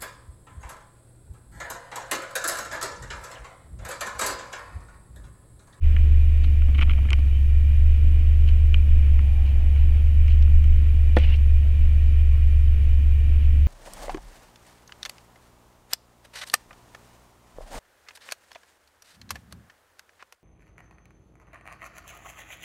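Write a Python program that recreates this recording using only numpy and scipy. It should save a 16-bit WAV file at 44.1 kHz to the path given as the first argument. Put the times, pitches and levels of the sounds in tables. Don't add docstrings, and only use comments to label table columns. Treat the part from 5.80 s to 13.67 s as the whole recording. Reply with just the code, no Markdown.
import sys
import numpy as np
from scipy import signal
from scipy.fft import rfft, irfft
from scipy.io import wavfile
from scipy.ndimage import uniform_filter1d

SR = 44100
rng = np.random.default_rng(int(sys.argv[2]) if len(sys.argv) > 2 else 0)


def inscribe(sig):
    pcm = np.round(np.clip(np.atleast_2d(sig).T, -1, 1) * 32767)
    wavfile.write(sys.argv[1], SR, pcm.astype(np.int16))


N = 347067
T = np.arange(N) / SR


def amp(db):
    return 10 ** (np.asarray(db) / 20)


def unit(x):
    return x / np.sqrt(np.mean(x ** 2))


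def colour(x, outline):
    hz, db = np.transpose(outline)
    log_hz = np.log(np.maximum(np.fft.rfftfreq(len(x), 1 / SR), 1))
    beyond = np.maximum(log_hz - np.log(hz[-1]), 0) + np.maximum(np.log(hz[0]) - log_hz, 0)
    return irfft(rfft(x) * amp(np.interp(log_hz, np.log(hz), db) - 69 * beyond), len(x))


def noise(outline):
    return unit(colour(rng.standard_normal(N), outline))


def walk(rate_hz):
    hold = int(SR / rate_hz)
    steps = np.repeat(rng.standard_normal(N // hold + 1), hold)
    return unit(uniform_filter1d(uniform_filter1d(steps, hold), hold)[:N])


def swell(middle_s, length_s):
    return np.exp(-np.minimum((2 * (T - middle_s) / length_s) ** 2, 20))


def swells(rows):
    return sum(amp(db) * swell(middle_s, length_s) for middle_s, length_s, db in rows)


def add(out, start_s, x):
    i = int(start_s * SR)
    out[i:i + len(x)] += x[:N - i]


def resonate(x, modes):
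    return sum((-1) ** k * amp(db) * signal.lfilter(*signal.iirpeak(hz, hz / width_hz, fs=SR), x)
               for k, (hz, width_hz, db) in enumerate(modes))


# frequency in Hz, relative density in dB.
AIR_SPECTRUM = [(100, 0.5), (170, 2), (270, 0.5), (330, -6), (420, -6.5), (640, -15), (860, -21),
                (1250, -20), (1900, -16.5), (2150, -16), (2420, -9), (2700, -15), (2950, -15), (3600, -25),
                (4800, -35)]
HISS_SPECTRUM = [(2500, -12.5), (5000, -1), (8000, -0.5), (12000, -1.5), (16000, -5.5)]
# frequency in Hz, width in Hz, relative gain in dB.
DUCT_MODES = [(278, 14, 7.5), (603, 24, -1.5), (693, 40, -6.5), (1050, 110, -13), (1355, 36, -8),
              (1576, 36, -11), (1858, 100, -4.5), (2396, 58, 2.5), (2610, 51, -8.5), (2870, 70, -2.5),
              (3130, 110, -8), (3480, 130, -16), (3797, 57, -12), (4380, 250, -20.5), (5970, 320, -25.5)]


def fan(air_db=-45.5, waver_db=0.75, duct_db=-52, hiss_db=-63.5):
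    air = noise(AIR_SPECTRUM) * amp(air_db + waver_db * walk(15))
    duct = unit(resonate(rng.standard_normal(N), DUCT_MODES)) * amp(duct_db)
    return air + duct + noise(HISS_SPECTRUM) * amp(hiss_db)


# middle in seconds, length in seconds, level in dB.
RUSH_SWELLS = [(3.72, 0.86, -56), (5.85, .4, -75)]
# frequency in Hz, relative density in dB.
RUSH_SPECTRUM = [(400, -5), (600, -2.5), (720, -4.5), (795, 2.5), (870, -9.5), (1100, -12)]


def hollow_rush(rest_db=-72.5):
    return noise(RUSH_SPECTRUM) * (amp(rest_db) + swells(RUSH_SWELLS))


# frequency in Hz, relative density in dB.
RUMBLE_SPECTRUM = [(4, -17.5), (9, -7.5), (14, -16), (19, 5.5), (27, -27), (40, -14), (60, -18),
                   (80, -15.5), (110, -28.5), (160, -46.5), (250, -60)]


def body_rumble(level_db=-25, surge_db=0.5, shake_top_hz=30):
    rumble = noise(RUMBLE_SPECTRUM) * amp(level_db)
    shake = signal.sosfilt(signal.butter(1, shake_top_hz, fs=SR, output="sos"), rumble)
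    return rumble + shake * (amp(surge_db * walk(4)) - 1)


# middle in seconds, length in seconds, crank speed lost in Hz.
IDLE_SAGS = [(1.324, 1.02, 1.75), (3.643, .82, 1.65), (5.525, 0.753, 0.758), (7.099, 2, 1)]
# multiple of crank speed, relative level in dB, dB added per Hz above mean speed.
ENGINE_ORDERS = [(1, -3, 2.5), (2, -16.5, 9.5), (3, 1, 0), (4, -16.5, -3), (5, -30.5, -1.5), (6, -32, -1.5),
                 (7, -50, 4.5), (8, -37.5, 2.5), (12, -44.5, -0.5)]


def engine(idle_hz=24.37, boom_db=-17, boom_db_per_hz=0.77, pulley_ratio=4 / 3, lurch_rad=0.0099):
    crank_hz = idle_hz - sum(loss_hz * swell(s, length_s) for s, length_s, loss_hz in IDLE_SAGS)
    above_hz = crank_hz - crank_hz.mean()
    burn = walk(24)
    crank_rad = 2 * np.pi * np.cumsum(crank_hz) / SR + lurch_rad * burn
    pulley_rad = pulley_ratio * crank_rad
    tones = amp(-18 + 2 * walk(3.4)) * np.sin(pulley_rad)
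    tones += amp(-24 + 2 * walk(3.2)) * np.sin(2 * pulley_rad)
    for order, db, db_per_hz in ENGINE_ORDERS:
        tone_db = db + db_per_hz * above_hz + 0.38 * walk(11)
        tones += amp(tone_db) * np.sin(order * crank_rad + rng.uniform(0, 2 * np.pi))
    level_db = boom_db + boom_db_per_hz * above_hz + 0.17 * burn + 0.5 * walk(4.79)
    return np.sqrt(2) * tones * amp(level_db)


# middle in seconds, length in seconds, gain in dB.
RUSTLES = [(2.688, 0.024, -43), (3.682, 0.057, -48.5), (3.995, 0.085, -51), (4.51, 0.065, -46),
           (7.64, 0.055, -52)]
# frequency in Hz, relative density in dB.
CLOTH_SPECTRUM = [(1000, -11), (2000, -3), (3000, 7.5), (3600, -11), (4100, -5.5), (4700, -16), (7000, -23),
                  (12000, -35.5)]


def sleeve(grain_db=3):
    return swells(RUSTLES) * noise(CLOTH_SPECTRUM) * amp(grain_db * (walk(500) - 0.5))


# frequency in Hz, width in Hz, gain in dB.
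CASE_MODES = [(214, 31, 4.5), (292, 76, -0.5), (694, 100, -10), (925, 70, -7.5), (1130, 96, -5),
              (1390, 200, -3), (1980, 370, -3.5), (2320, 223, 4.5), (3000, 336, 6.5), (3155, 600, 0)]


def camera_case(force):
    return resonate(force, CASE_MODES)


def judder(bursts, tilt_db, slip_rate_hz=2200, scatter_db=1, rub=0.13):
    t, out = T[:SR // 4], np.zeros(N)
    centre_s = t[-1] / 2
    outline = [(170, 0), (600, 0), (3300, 2.5 * tilt_db),
               (5000, 3 * tilt_db - 6), (16000, 3 * tilt_db - 12)]
    for middle_s, length_s, db in bursts:
        pressure = np.exp(-(2 * (t - centre_s) / length_s) ** 4)
        slips = (rng.random(len(t)) < slip_rate_hz / SR) * amp(scatter_db * rng.standard_normal(len(t)))
        force = pressure * (slips - slips.mean() + rub * rng.standard_normal(len(t)))
        body = unit(colour(camera_case(force), outline))
        add(out, middle_s - centre_s, amp(db) * body * np.sqrt(np.mean(pressure ** 2)))
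    return out


# middle in seconds, length in seconds, level in dB.
KNOCKS = [(.8215, 0.0035, -39), (.8855, 0.0042, -34.5), (.894, 0.0034, -34), (.956, 0.011, -39),
          (.99, .01, -35), (1.021, 0.017, -35.5), (1.081, 0.014, -37), (1.183, 0.014, -40),
          (1.2535, 0.0075, -34.5), (1.3195, 0.01, -34), (1.333, 0.0066, -36), (1.3885, 0.0061, -35)]


def camera_knocks():
    return judder(KNOCKS, tilt_db=-9)


# middle in seconds, length in seconds, level in dB, relative grit level in dB.
CREAKS = [(0.643, 0.017, -42, -6.5), (0.95, 0.014, -37.5, -16), (0.9824, .005, -37, -14),
          (0.986, 0.0051, -32, -19), (1.012, 0.013, -35, -15), (1.024, 0.011, -29.5, -19),
          (1.1085, 0.0099, -35, -19)]
# frequency in Hz, relative density in dB.
GRIT_SPECTRUM = [(3000, -1), (4000, 5), (4900, -14), (6800, -15), (8000, -22), (10000, -19), (12000, -29)]


def grip_creaks():
    body = judder([(s, length_s, db) for s, length_s, db, _ in CREAKS], tilt_db=-0.5)
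    grit_gain = swells([(s, length_s, db + grit_db) for s, length_s, db, grit_db in CREAKS])
    return body + grit_gain * noise(GRIT_SPECTRUM)


# start in seconds, level over the first 5 ms in dB, ring in Hz, its t60 in
# seconds, ring and edge gains in dB re twice the snap's peak, snap's low cutoff as a share of ring Hz.
CLICKS = [(0.1645, -33, 1700, .026, -12, -33, 0.25), (.186, -48, 1800, 0.018, -15, -24, .3),
          (0.82, -41.5, 1450, .015, -12, -30, .15), (0.991, -29.5, 3080, .012, -18, -24, .25),
          (1.012, -28.5, 3020, .014, -12, -23, .3), (1.0203, -28.5, 2360, 0.015, -10, -25, 0.28),
          (1.0262, -28, 2900, 0.016, -11, -26, 0.28), (1.032, -33, 3060, .012, -8, -25, 0.27),
          (1.0956, -30.5, 2100, .013, -14, -30, .15), (1.1143, -36, 2400, .015, -15, -26, 0.37),
          (1.1342, -38.5, 2300, .015, -14, -22, .4), (1.2877, -37, 1720, .02, -6, -30, .4),
          (1.3048, -30, 2360, .017, -10, -10, 0.14), (1.331, -22.5, 2350, 0.022, -4, -11.5, 0.11),
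          (2.678, -47, 3600, .01, -16, -9, 0.72), (2.9427, -24.5, 2430, 0.03, -13, -24, 0.61),
          (3.391, -38.5, 1130, 0.016, -20, -22, 0.44), (3.961, -44.5, 2220, .02, -10, -28, .35),
          (4.4805, -41, 2210, 0.018, -13, -16, .7), (4.6252, -44, 3420, .012, -12, -11, 0.41),
          (4.675, -49, 1010, .02, -15, -22, .55), (4.841, -43, 2940, 0.014, -18, -15, 0.19)]
# frequency in Hz, relative density in dB.
EDGE_SPECTRUM = [(3000, 2), (4000, 1), (4800, 5.5), (6500, -2), (8500, -7.5), (11000, -17), (15000, -20.5)]


def camera_clicks(rattle_t60_s=0.017, edge_t60_s=0.0056, rise_s=0.00071, bend=0.48, bend_s=0.00064):
    t, out = T[:SR // 16], np.zeros(N)
    impulse = t == 0
    bent_s = t + bend * bend_s * (1 - np.exp(-t / bend_s))
    for start_s, db, hz, t60_s, ring_db, edge_db, low_share in CLICKS:
        jolt = impulse + 0.12 * rng.standard_normal(len(t)) * amp(-60 * t / rattle_t60_s)
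        band = signal.butter(2, [low_share * hz, 1.6 * hz], "band", fs=SR, output="sos")
        snap = signal.sosfilt(band, camera_case(jolt))
        ring = amp(ring_db - 60 * t / t60_s) * (1 - np.exp(-t / rise_s)) * np.sin(2 * np.pi * hz * bent_s)
        spike = impulse + 0.3 * rng.standard_normal(len(t)) * amp(-60 * t / edge_t60_s)
        edge = colour(np.roll(spike, SR // 4000), EDGE_SPECTRUM)
        click = snap / np.abs(snap).max() + 2 * ring + 2 * amp(edge_db) * edge / np.abs(edge).max()
        add(out, start_s, amp(db) * click / np.std(click[:SR // 200]))
    return out


# middle in seconds, length in seconds, pitch in Hz, level in dB.
WHISTLES = [(1.13, .07, 9900, -70), (1.553, 0.1, 3030, -54), (5.436, 0.01, 2920, -36),
            (5.452, .006, 2830, -39), (5.528, 0.02, 2840, -40), (5.545, 0.0071, 2840, -40),
            (5.86, 0.12, 665, -57.5), (6.545, .08, 1095, -59)]


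def whistles(waver=0.02):
    rad_per_hz = 2 * np.pi * np.cumsum(1 + waver * walk(280)) / SR
    return sum(np.sqrt(2) * amp(db) * swell(middle_s, length_s) * np.sin(hz * rad_per_hz)
               for middle_s, length_s, hz, db in WHISTLES)


# start in seconds, level in dB, centre in Hz, t60 in seconds.
TICKS = [(5.3628, -48, 6000, .008), (5.3655, -37, 3200, .01), (5.3662, -46, 9500, .016),
         (5.3826, -48, 5500, .009), (5.3868, -37, 6000, .003), (5.4352, -40, 2500, 0.011),
         (5.4482, -39, 2500, .01), (5.5030, -30, 1550, 0.0095)]


def beak_and_claws(width_share=0.58):
    t, out = T[:SR // 50], np.zeros(N)
    for start_s, db, hz, t60_s in TICKS:
        tip = [(hz, width_share * hz, 0)]
        burst = unit(resonate(resonate(rng.standard_normal(len(t)), tip), tip))
        add(out, start_s, amp(db - 60 * t / t60_s) * burst)
    return out


# middle in seconds, length in seconds, level in dB.
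WING_STROKES = [(5.398, .014, -49), (5.442, 0.026, -45), (5.535, 0.04, -50)]
TIP_FLICKS = [(5.402, .016, -59), (5.56, .007, -53), (5.568, 0.0069, -54)]
# frequency in Hz, relative density in dB.
FEATHER_SPECTRUM = [(500, 3), (1200, -11), (2300, 4.5), (2950, 5.5), (3700, -6.5), (4800, -14), (6000, -25),
                    (8000, -35), (15000, -34)]
FLICK_SPECTRUM = [(3000, -3), (4200, 2), (5200, -7), (6000, -1), (6800, -8), (7500, -11), (9000, -14)]


def feathers(start_s=5.385, end_s=5.565, release_s=0.0091, slide_db=-42.5, fade_db_per_s=25,
             crush_s=0.0043, crush_lead_s=0.00032, grain_db=2.2):
    crush = swells([(s - crush_lead_s, crush_s, -20 + 0.51 * db) for s, db, _ in BLOWS])
    age_s = np.maximum(T - start_s, 0)
    gate = (age_s > 0) * np.clip((end_s - T) / release_s, 0, 1)
    slide = amp(slide_db - fade_db_per_s * age_s) * gate
    grain = rng.standard_normal(N) * amp(grain_db * walk(400))
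    scratch = unit(colour(grain, FEATHER_SPECTRUM))
    flicks = swells(TIP_FLICKS) * noise(FLICK_SPECTRUM)
    return (crush + slide + swells(WING_STROKES)) * scratch + flicks


# start in seconds, gain in dB, contact time in seconds.
BLOWS = [(5.3686, -15.5, 0.00018), (5.3826, -37.5, .00005), (5.388, -47, .00002)]
# frequency in Hz, relative level in dB, t60 in seconds.
PANE_MODES = [(224, -7.5, 0.091), (332, -0.5, 0.057), (382, -8, 0.053), (503, 3, 0.049), (570, -3, 0.044),
              (688, -3.5, 0.048), (830, -11, 0.062), (980, -14, .03), (1150, -14, 0.03), (1446, -7, 0.037),
              (1810, -4.5, 0.025), (1990, -1, 0.018), (2430, -11, 0.015), (2700, -6, 0.024),
              (3400, -9, 0.025), (4300, -14, 0.022)]
# frequency in Hz, relative density in dB.
CRACK_SPECTRUM = [(1250, 3), (2100, 5), (3200, 0), (4600, -3), (6300, -18), (9000, -16), (15000, -24)]


def window_thump(crack_db=-11, crack_t60_s=0.039, lag_s=0.00182, rise_s=0.00018, low_cut_hz=120):
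    t, out = T[:SR // 4], np.zeros(N)
    pane = amp(crack_db - 60 * t / crack_t60_s) * noise(CRACK_SPECTRUM)[:len(t)]
    for hz, db, t60_s in PANE_MODES:
        is_high = hz > 1000
        age_s = np.maximum(t - lag_s * is_high, 0)
        attack = 1 - np.exp(-age_s / rise_s) * is_high
        pane -= amp(db - 60 * age_s / t60_s) * np.sin(2 * np.pi * hz * age_s) * attack
    for start_s, db, contact_s in BLOWS:
        push = np.exp(-t[:SR // 100] * np.pi / contact_s)
        add(out, start_s, amp(db) * np.convolve(pane, push / push.sum()))
    low_cut = signal.butter(2, low_cut_hz, "high", fs=SR, output="sos")
    return signal.sosfilt(low_cut, out)


def scene():
    bird = window_thump() + beak_and_claws() + feathers()
    handling = camera_clicks() + grip_creaks() + camera_knocks() + sleeve()
    car = engine() + body_rumble() + fan()
    return (car + hollow_rush() + whistles() + handling + bird)[None]


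def record(dry, fade_s=0.05, top_hz=15700):
    fade_in = np.sin(np.pi / 2 * np.minimum(T / fade_s, 1)) ** 2
    return signal.sosfilt(signal.ellip(10, 0.1, 80, top_hz, fs=SR, output="sos"), dry * fade_in)


dry = scene()
out = record(dry)
inscribe(out)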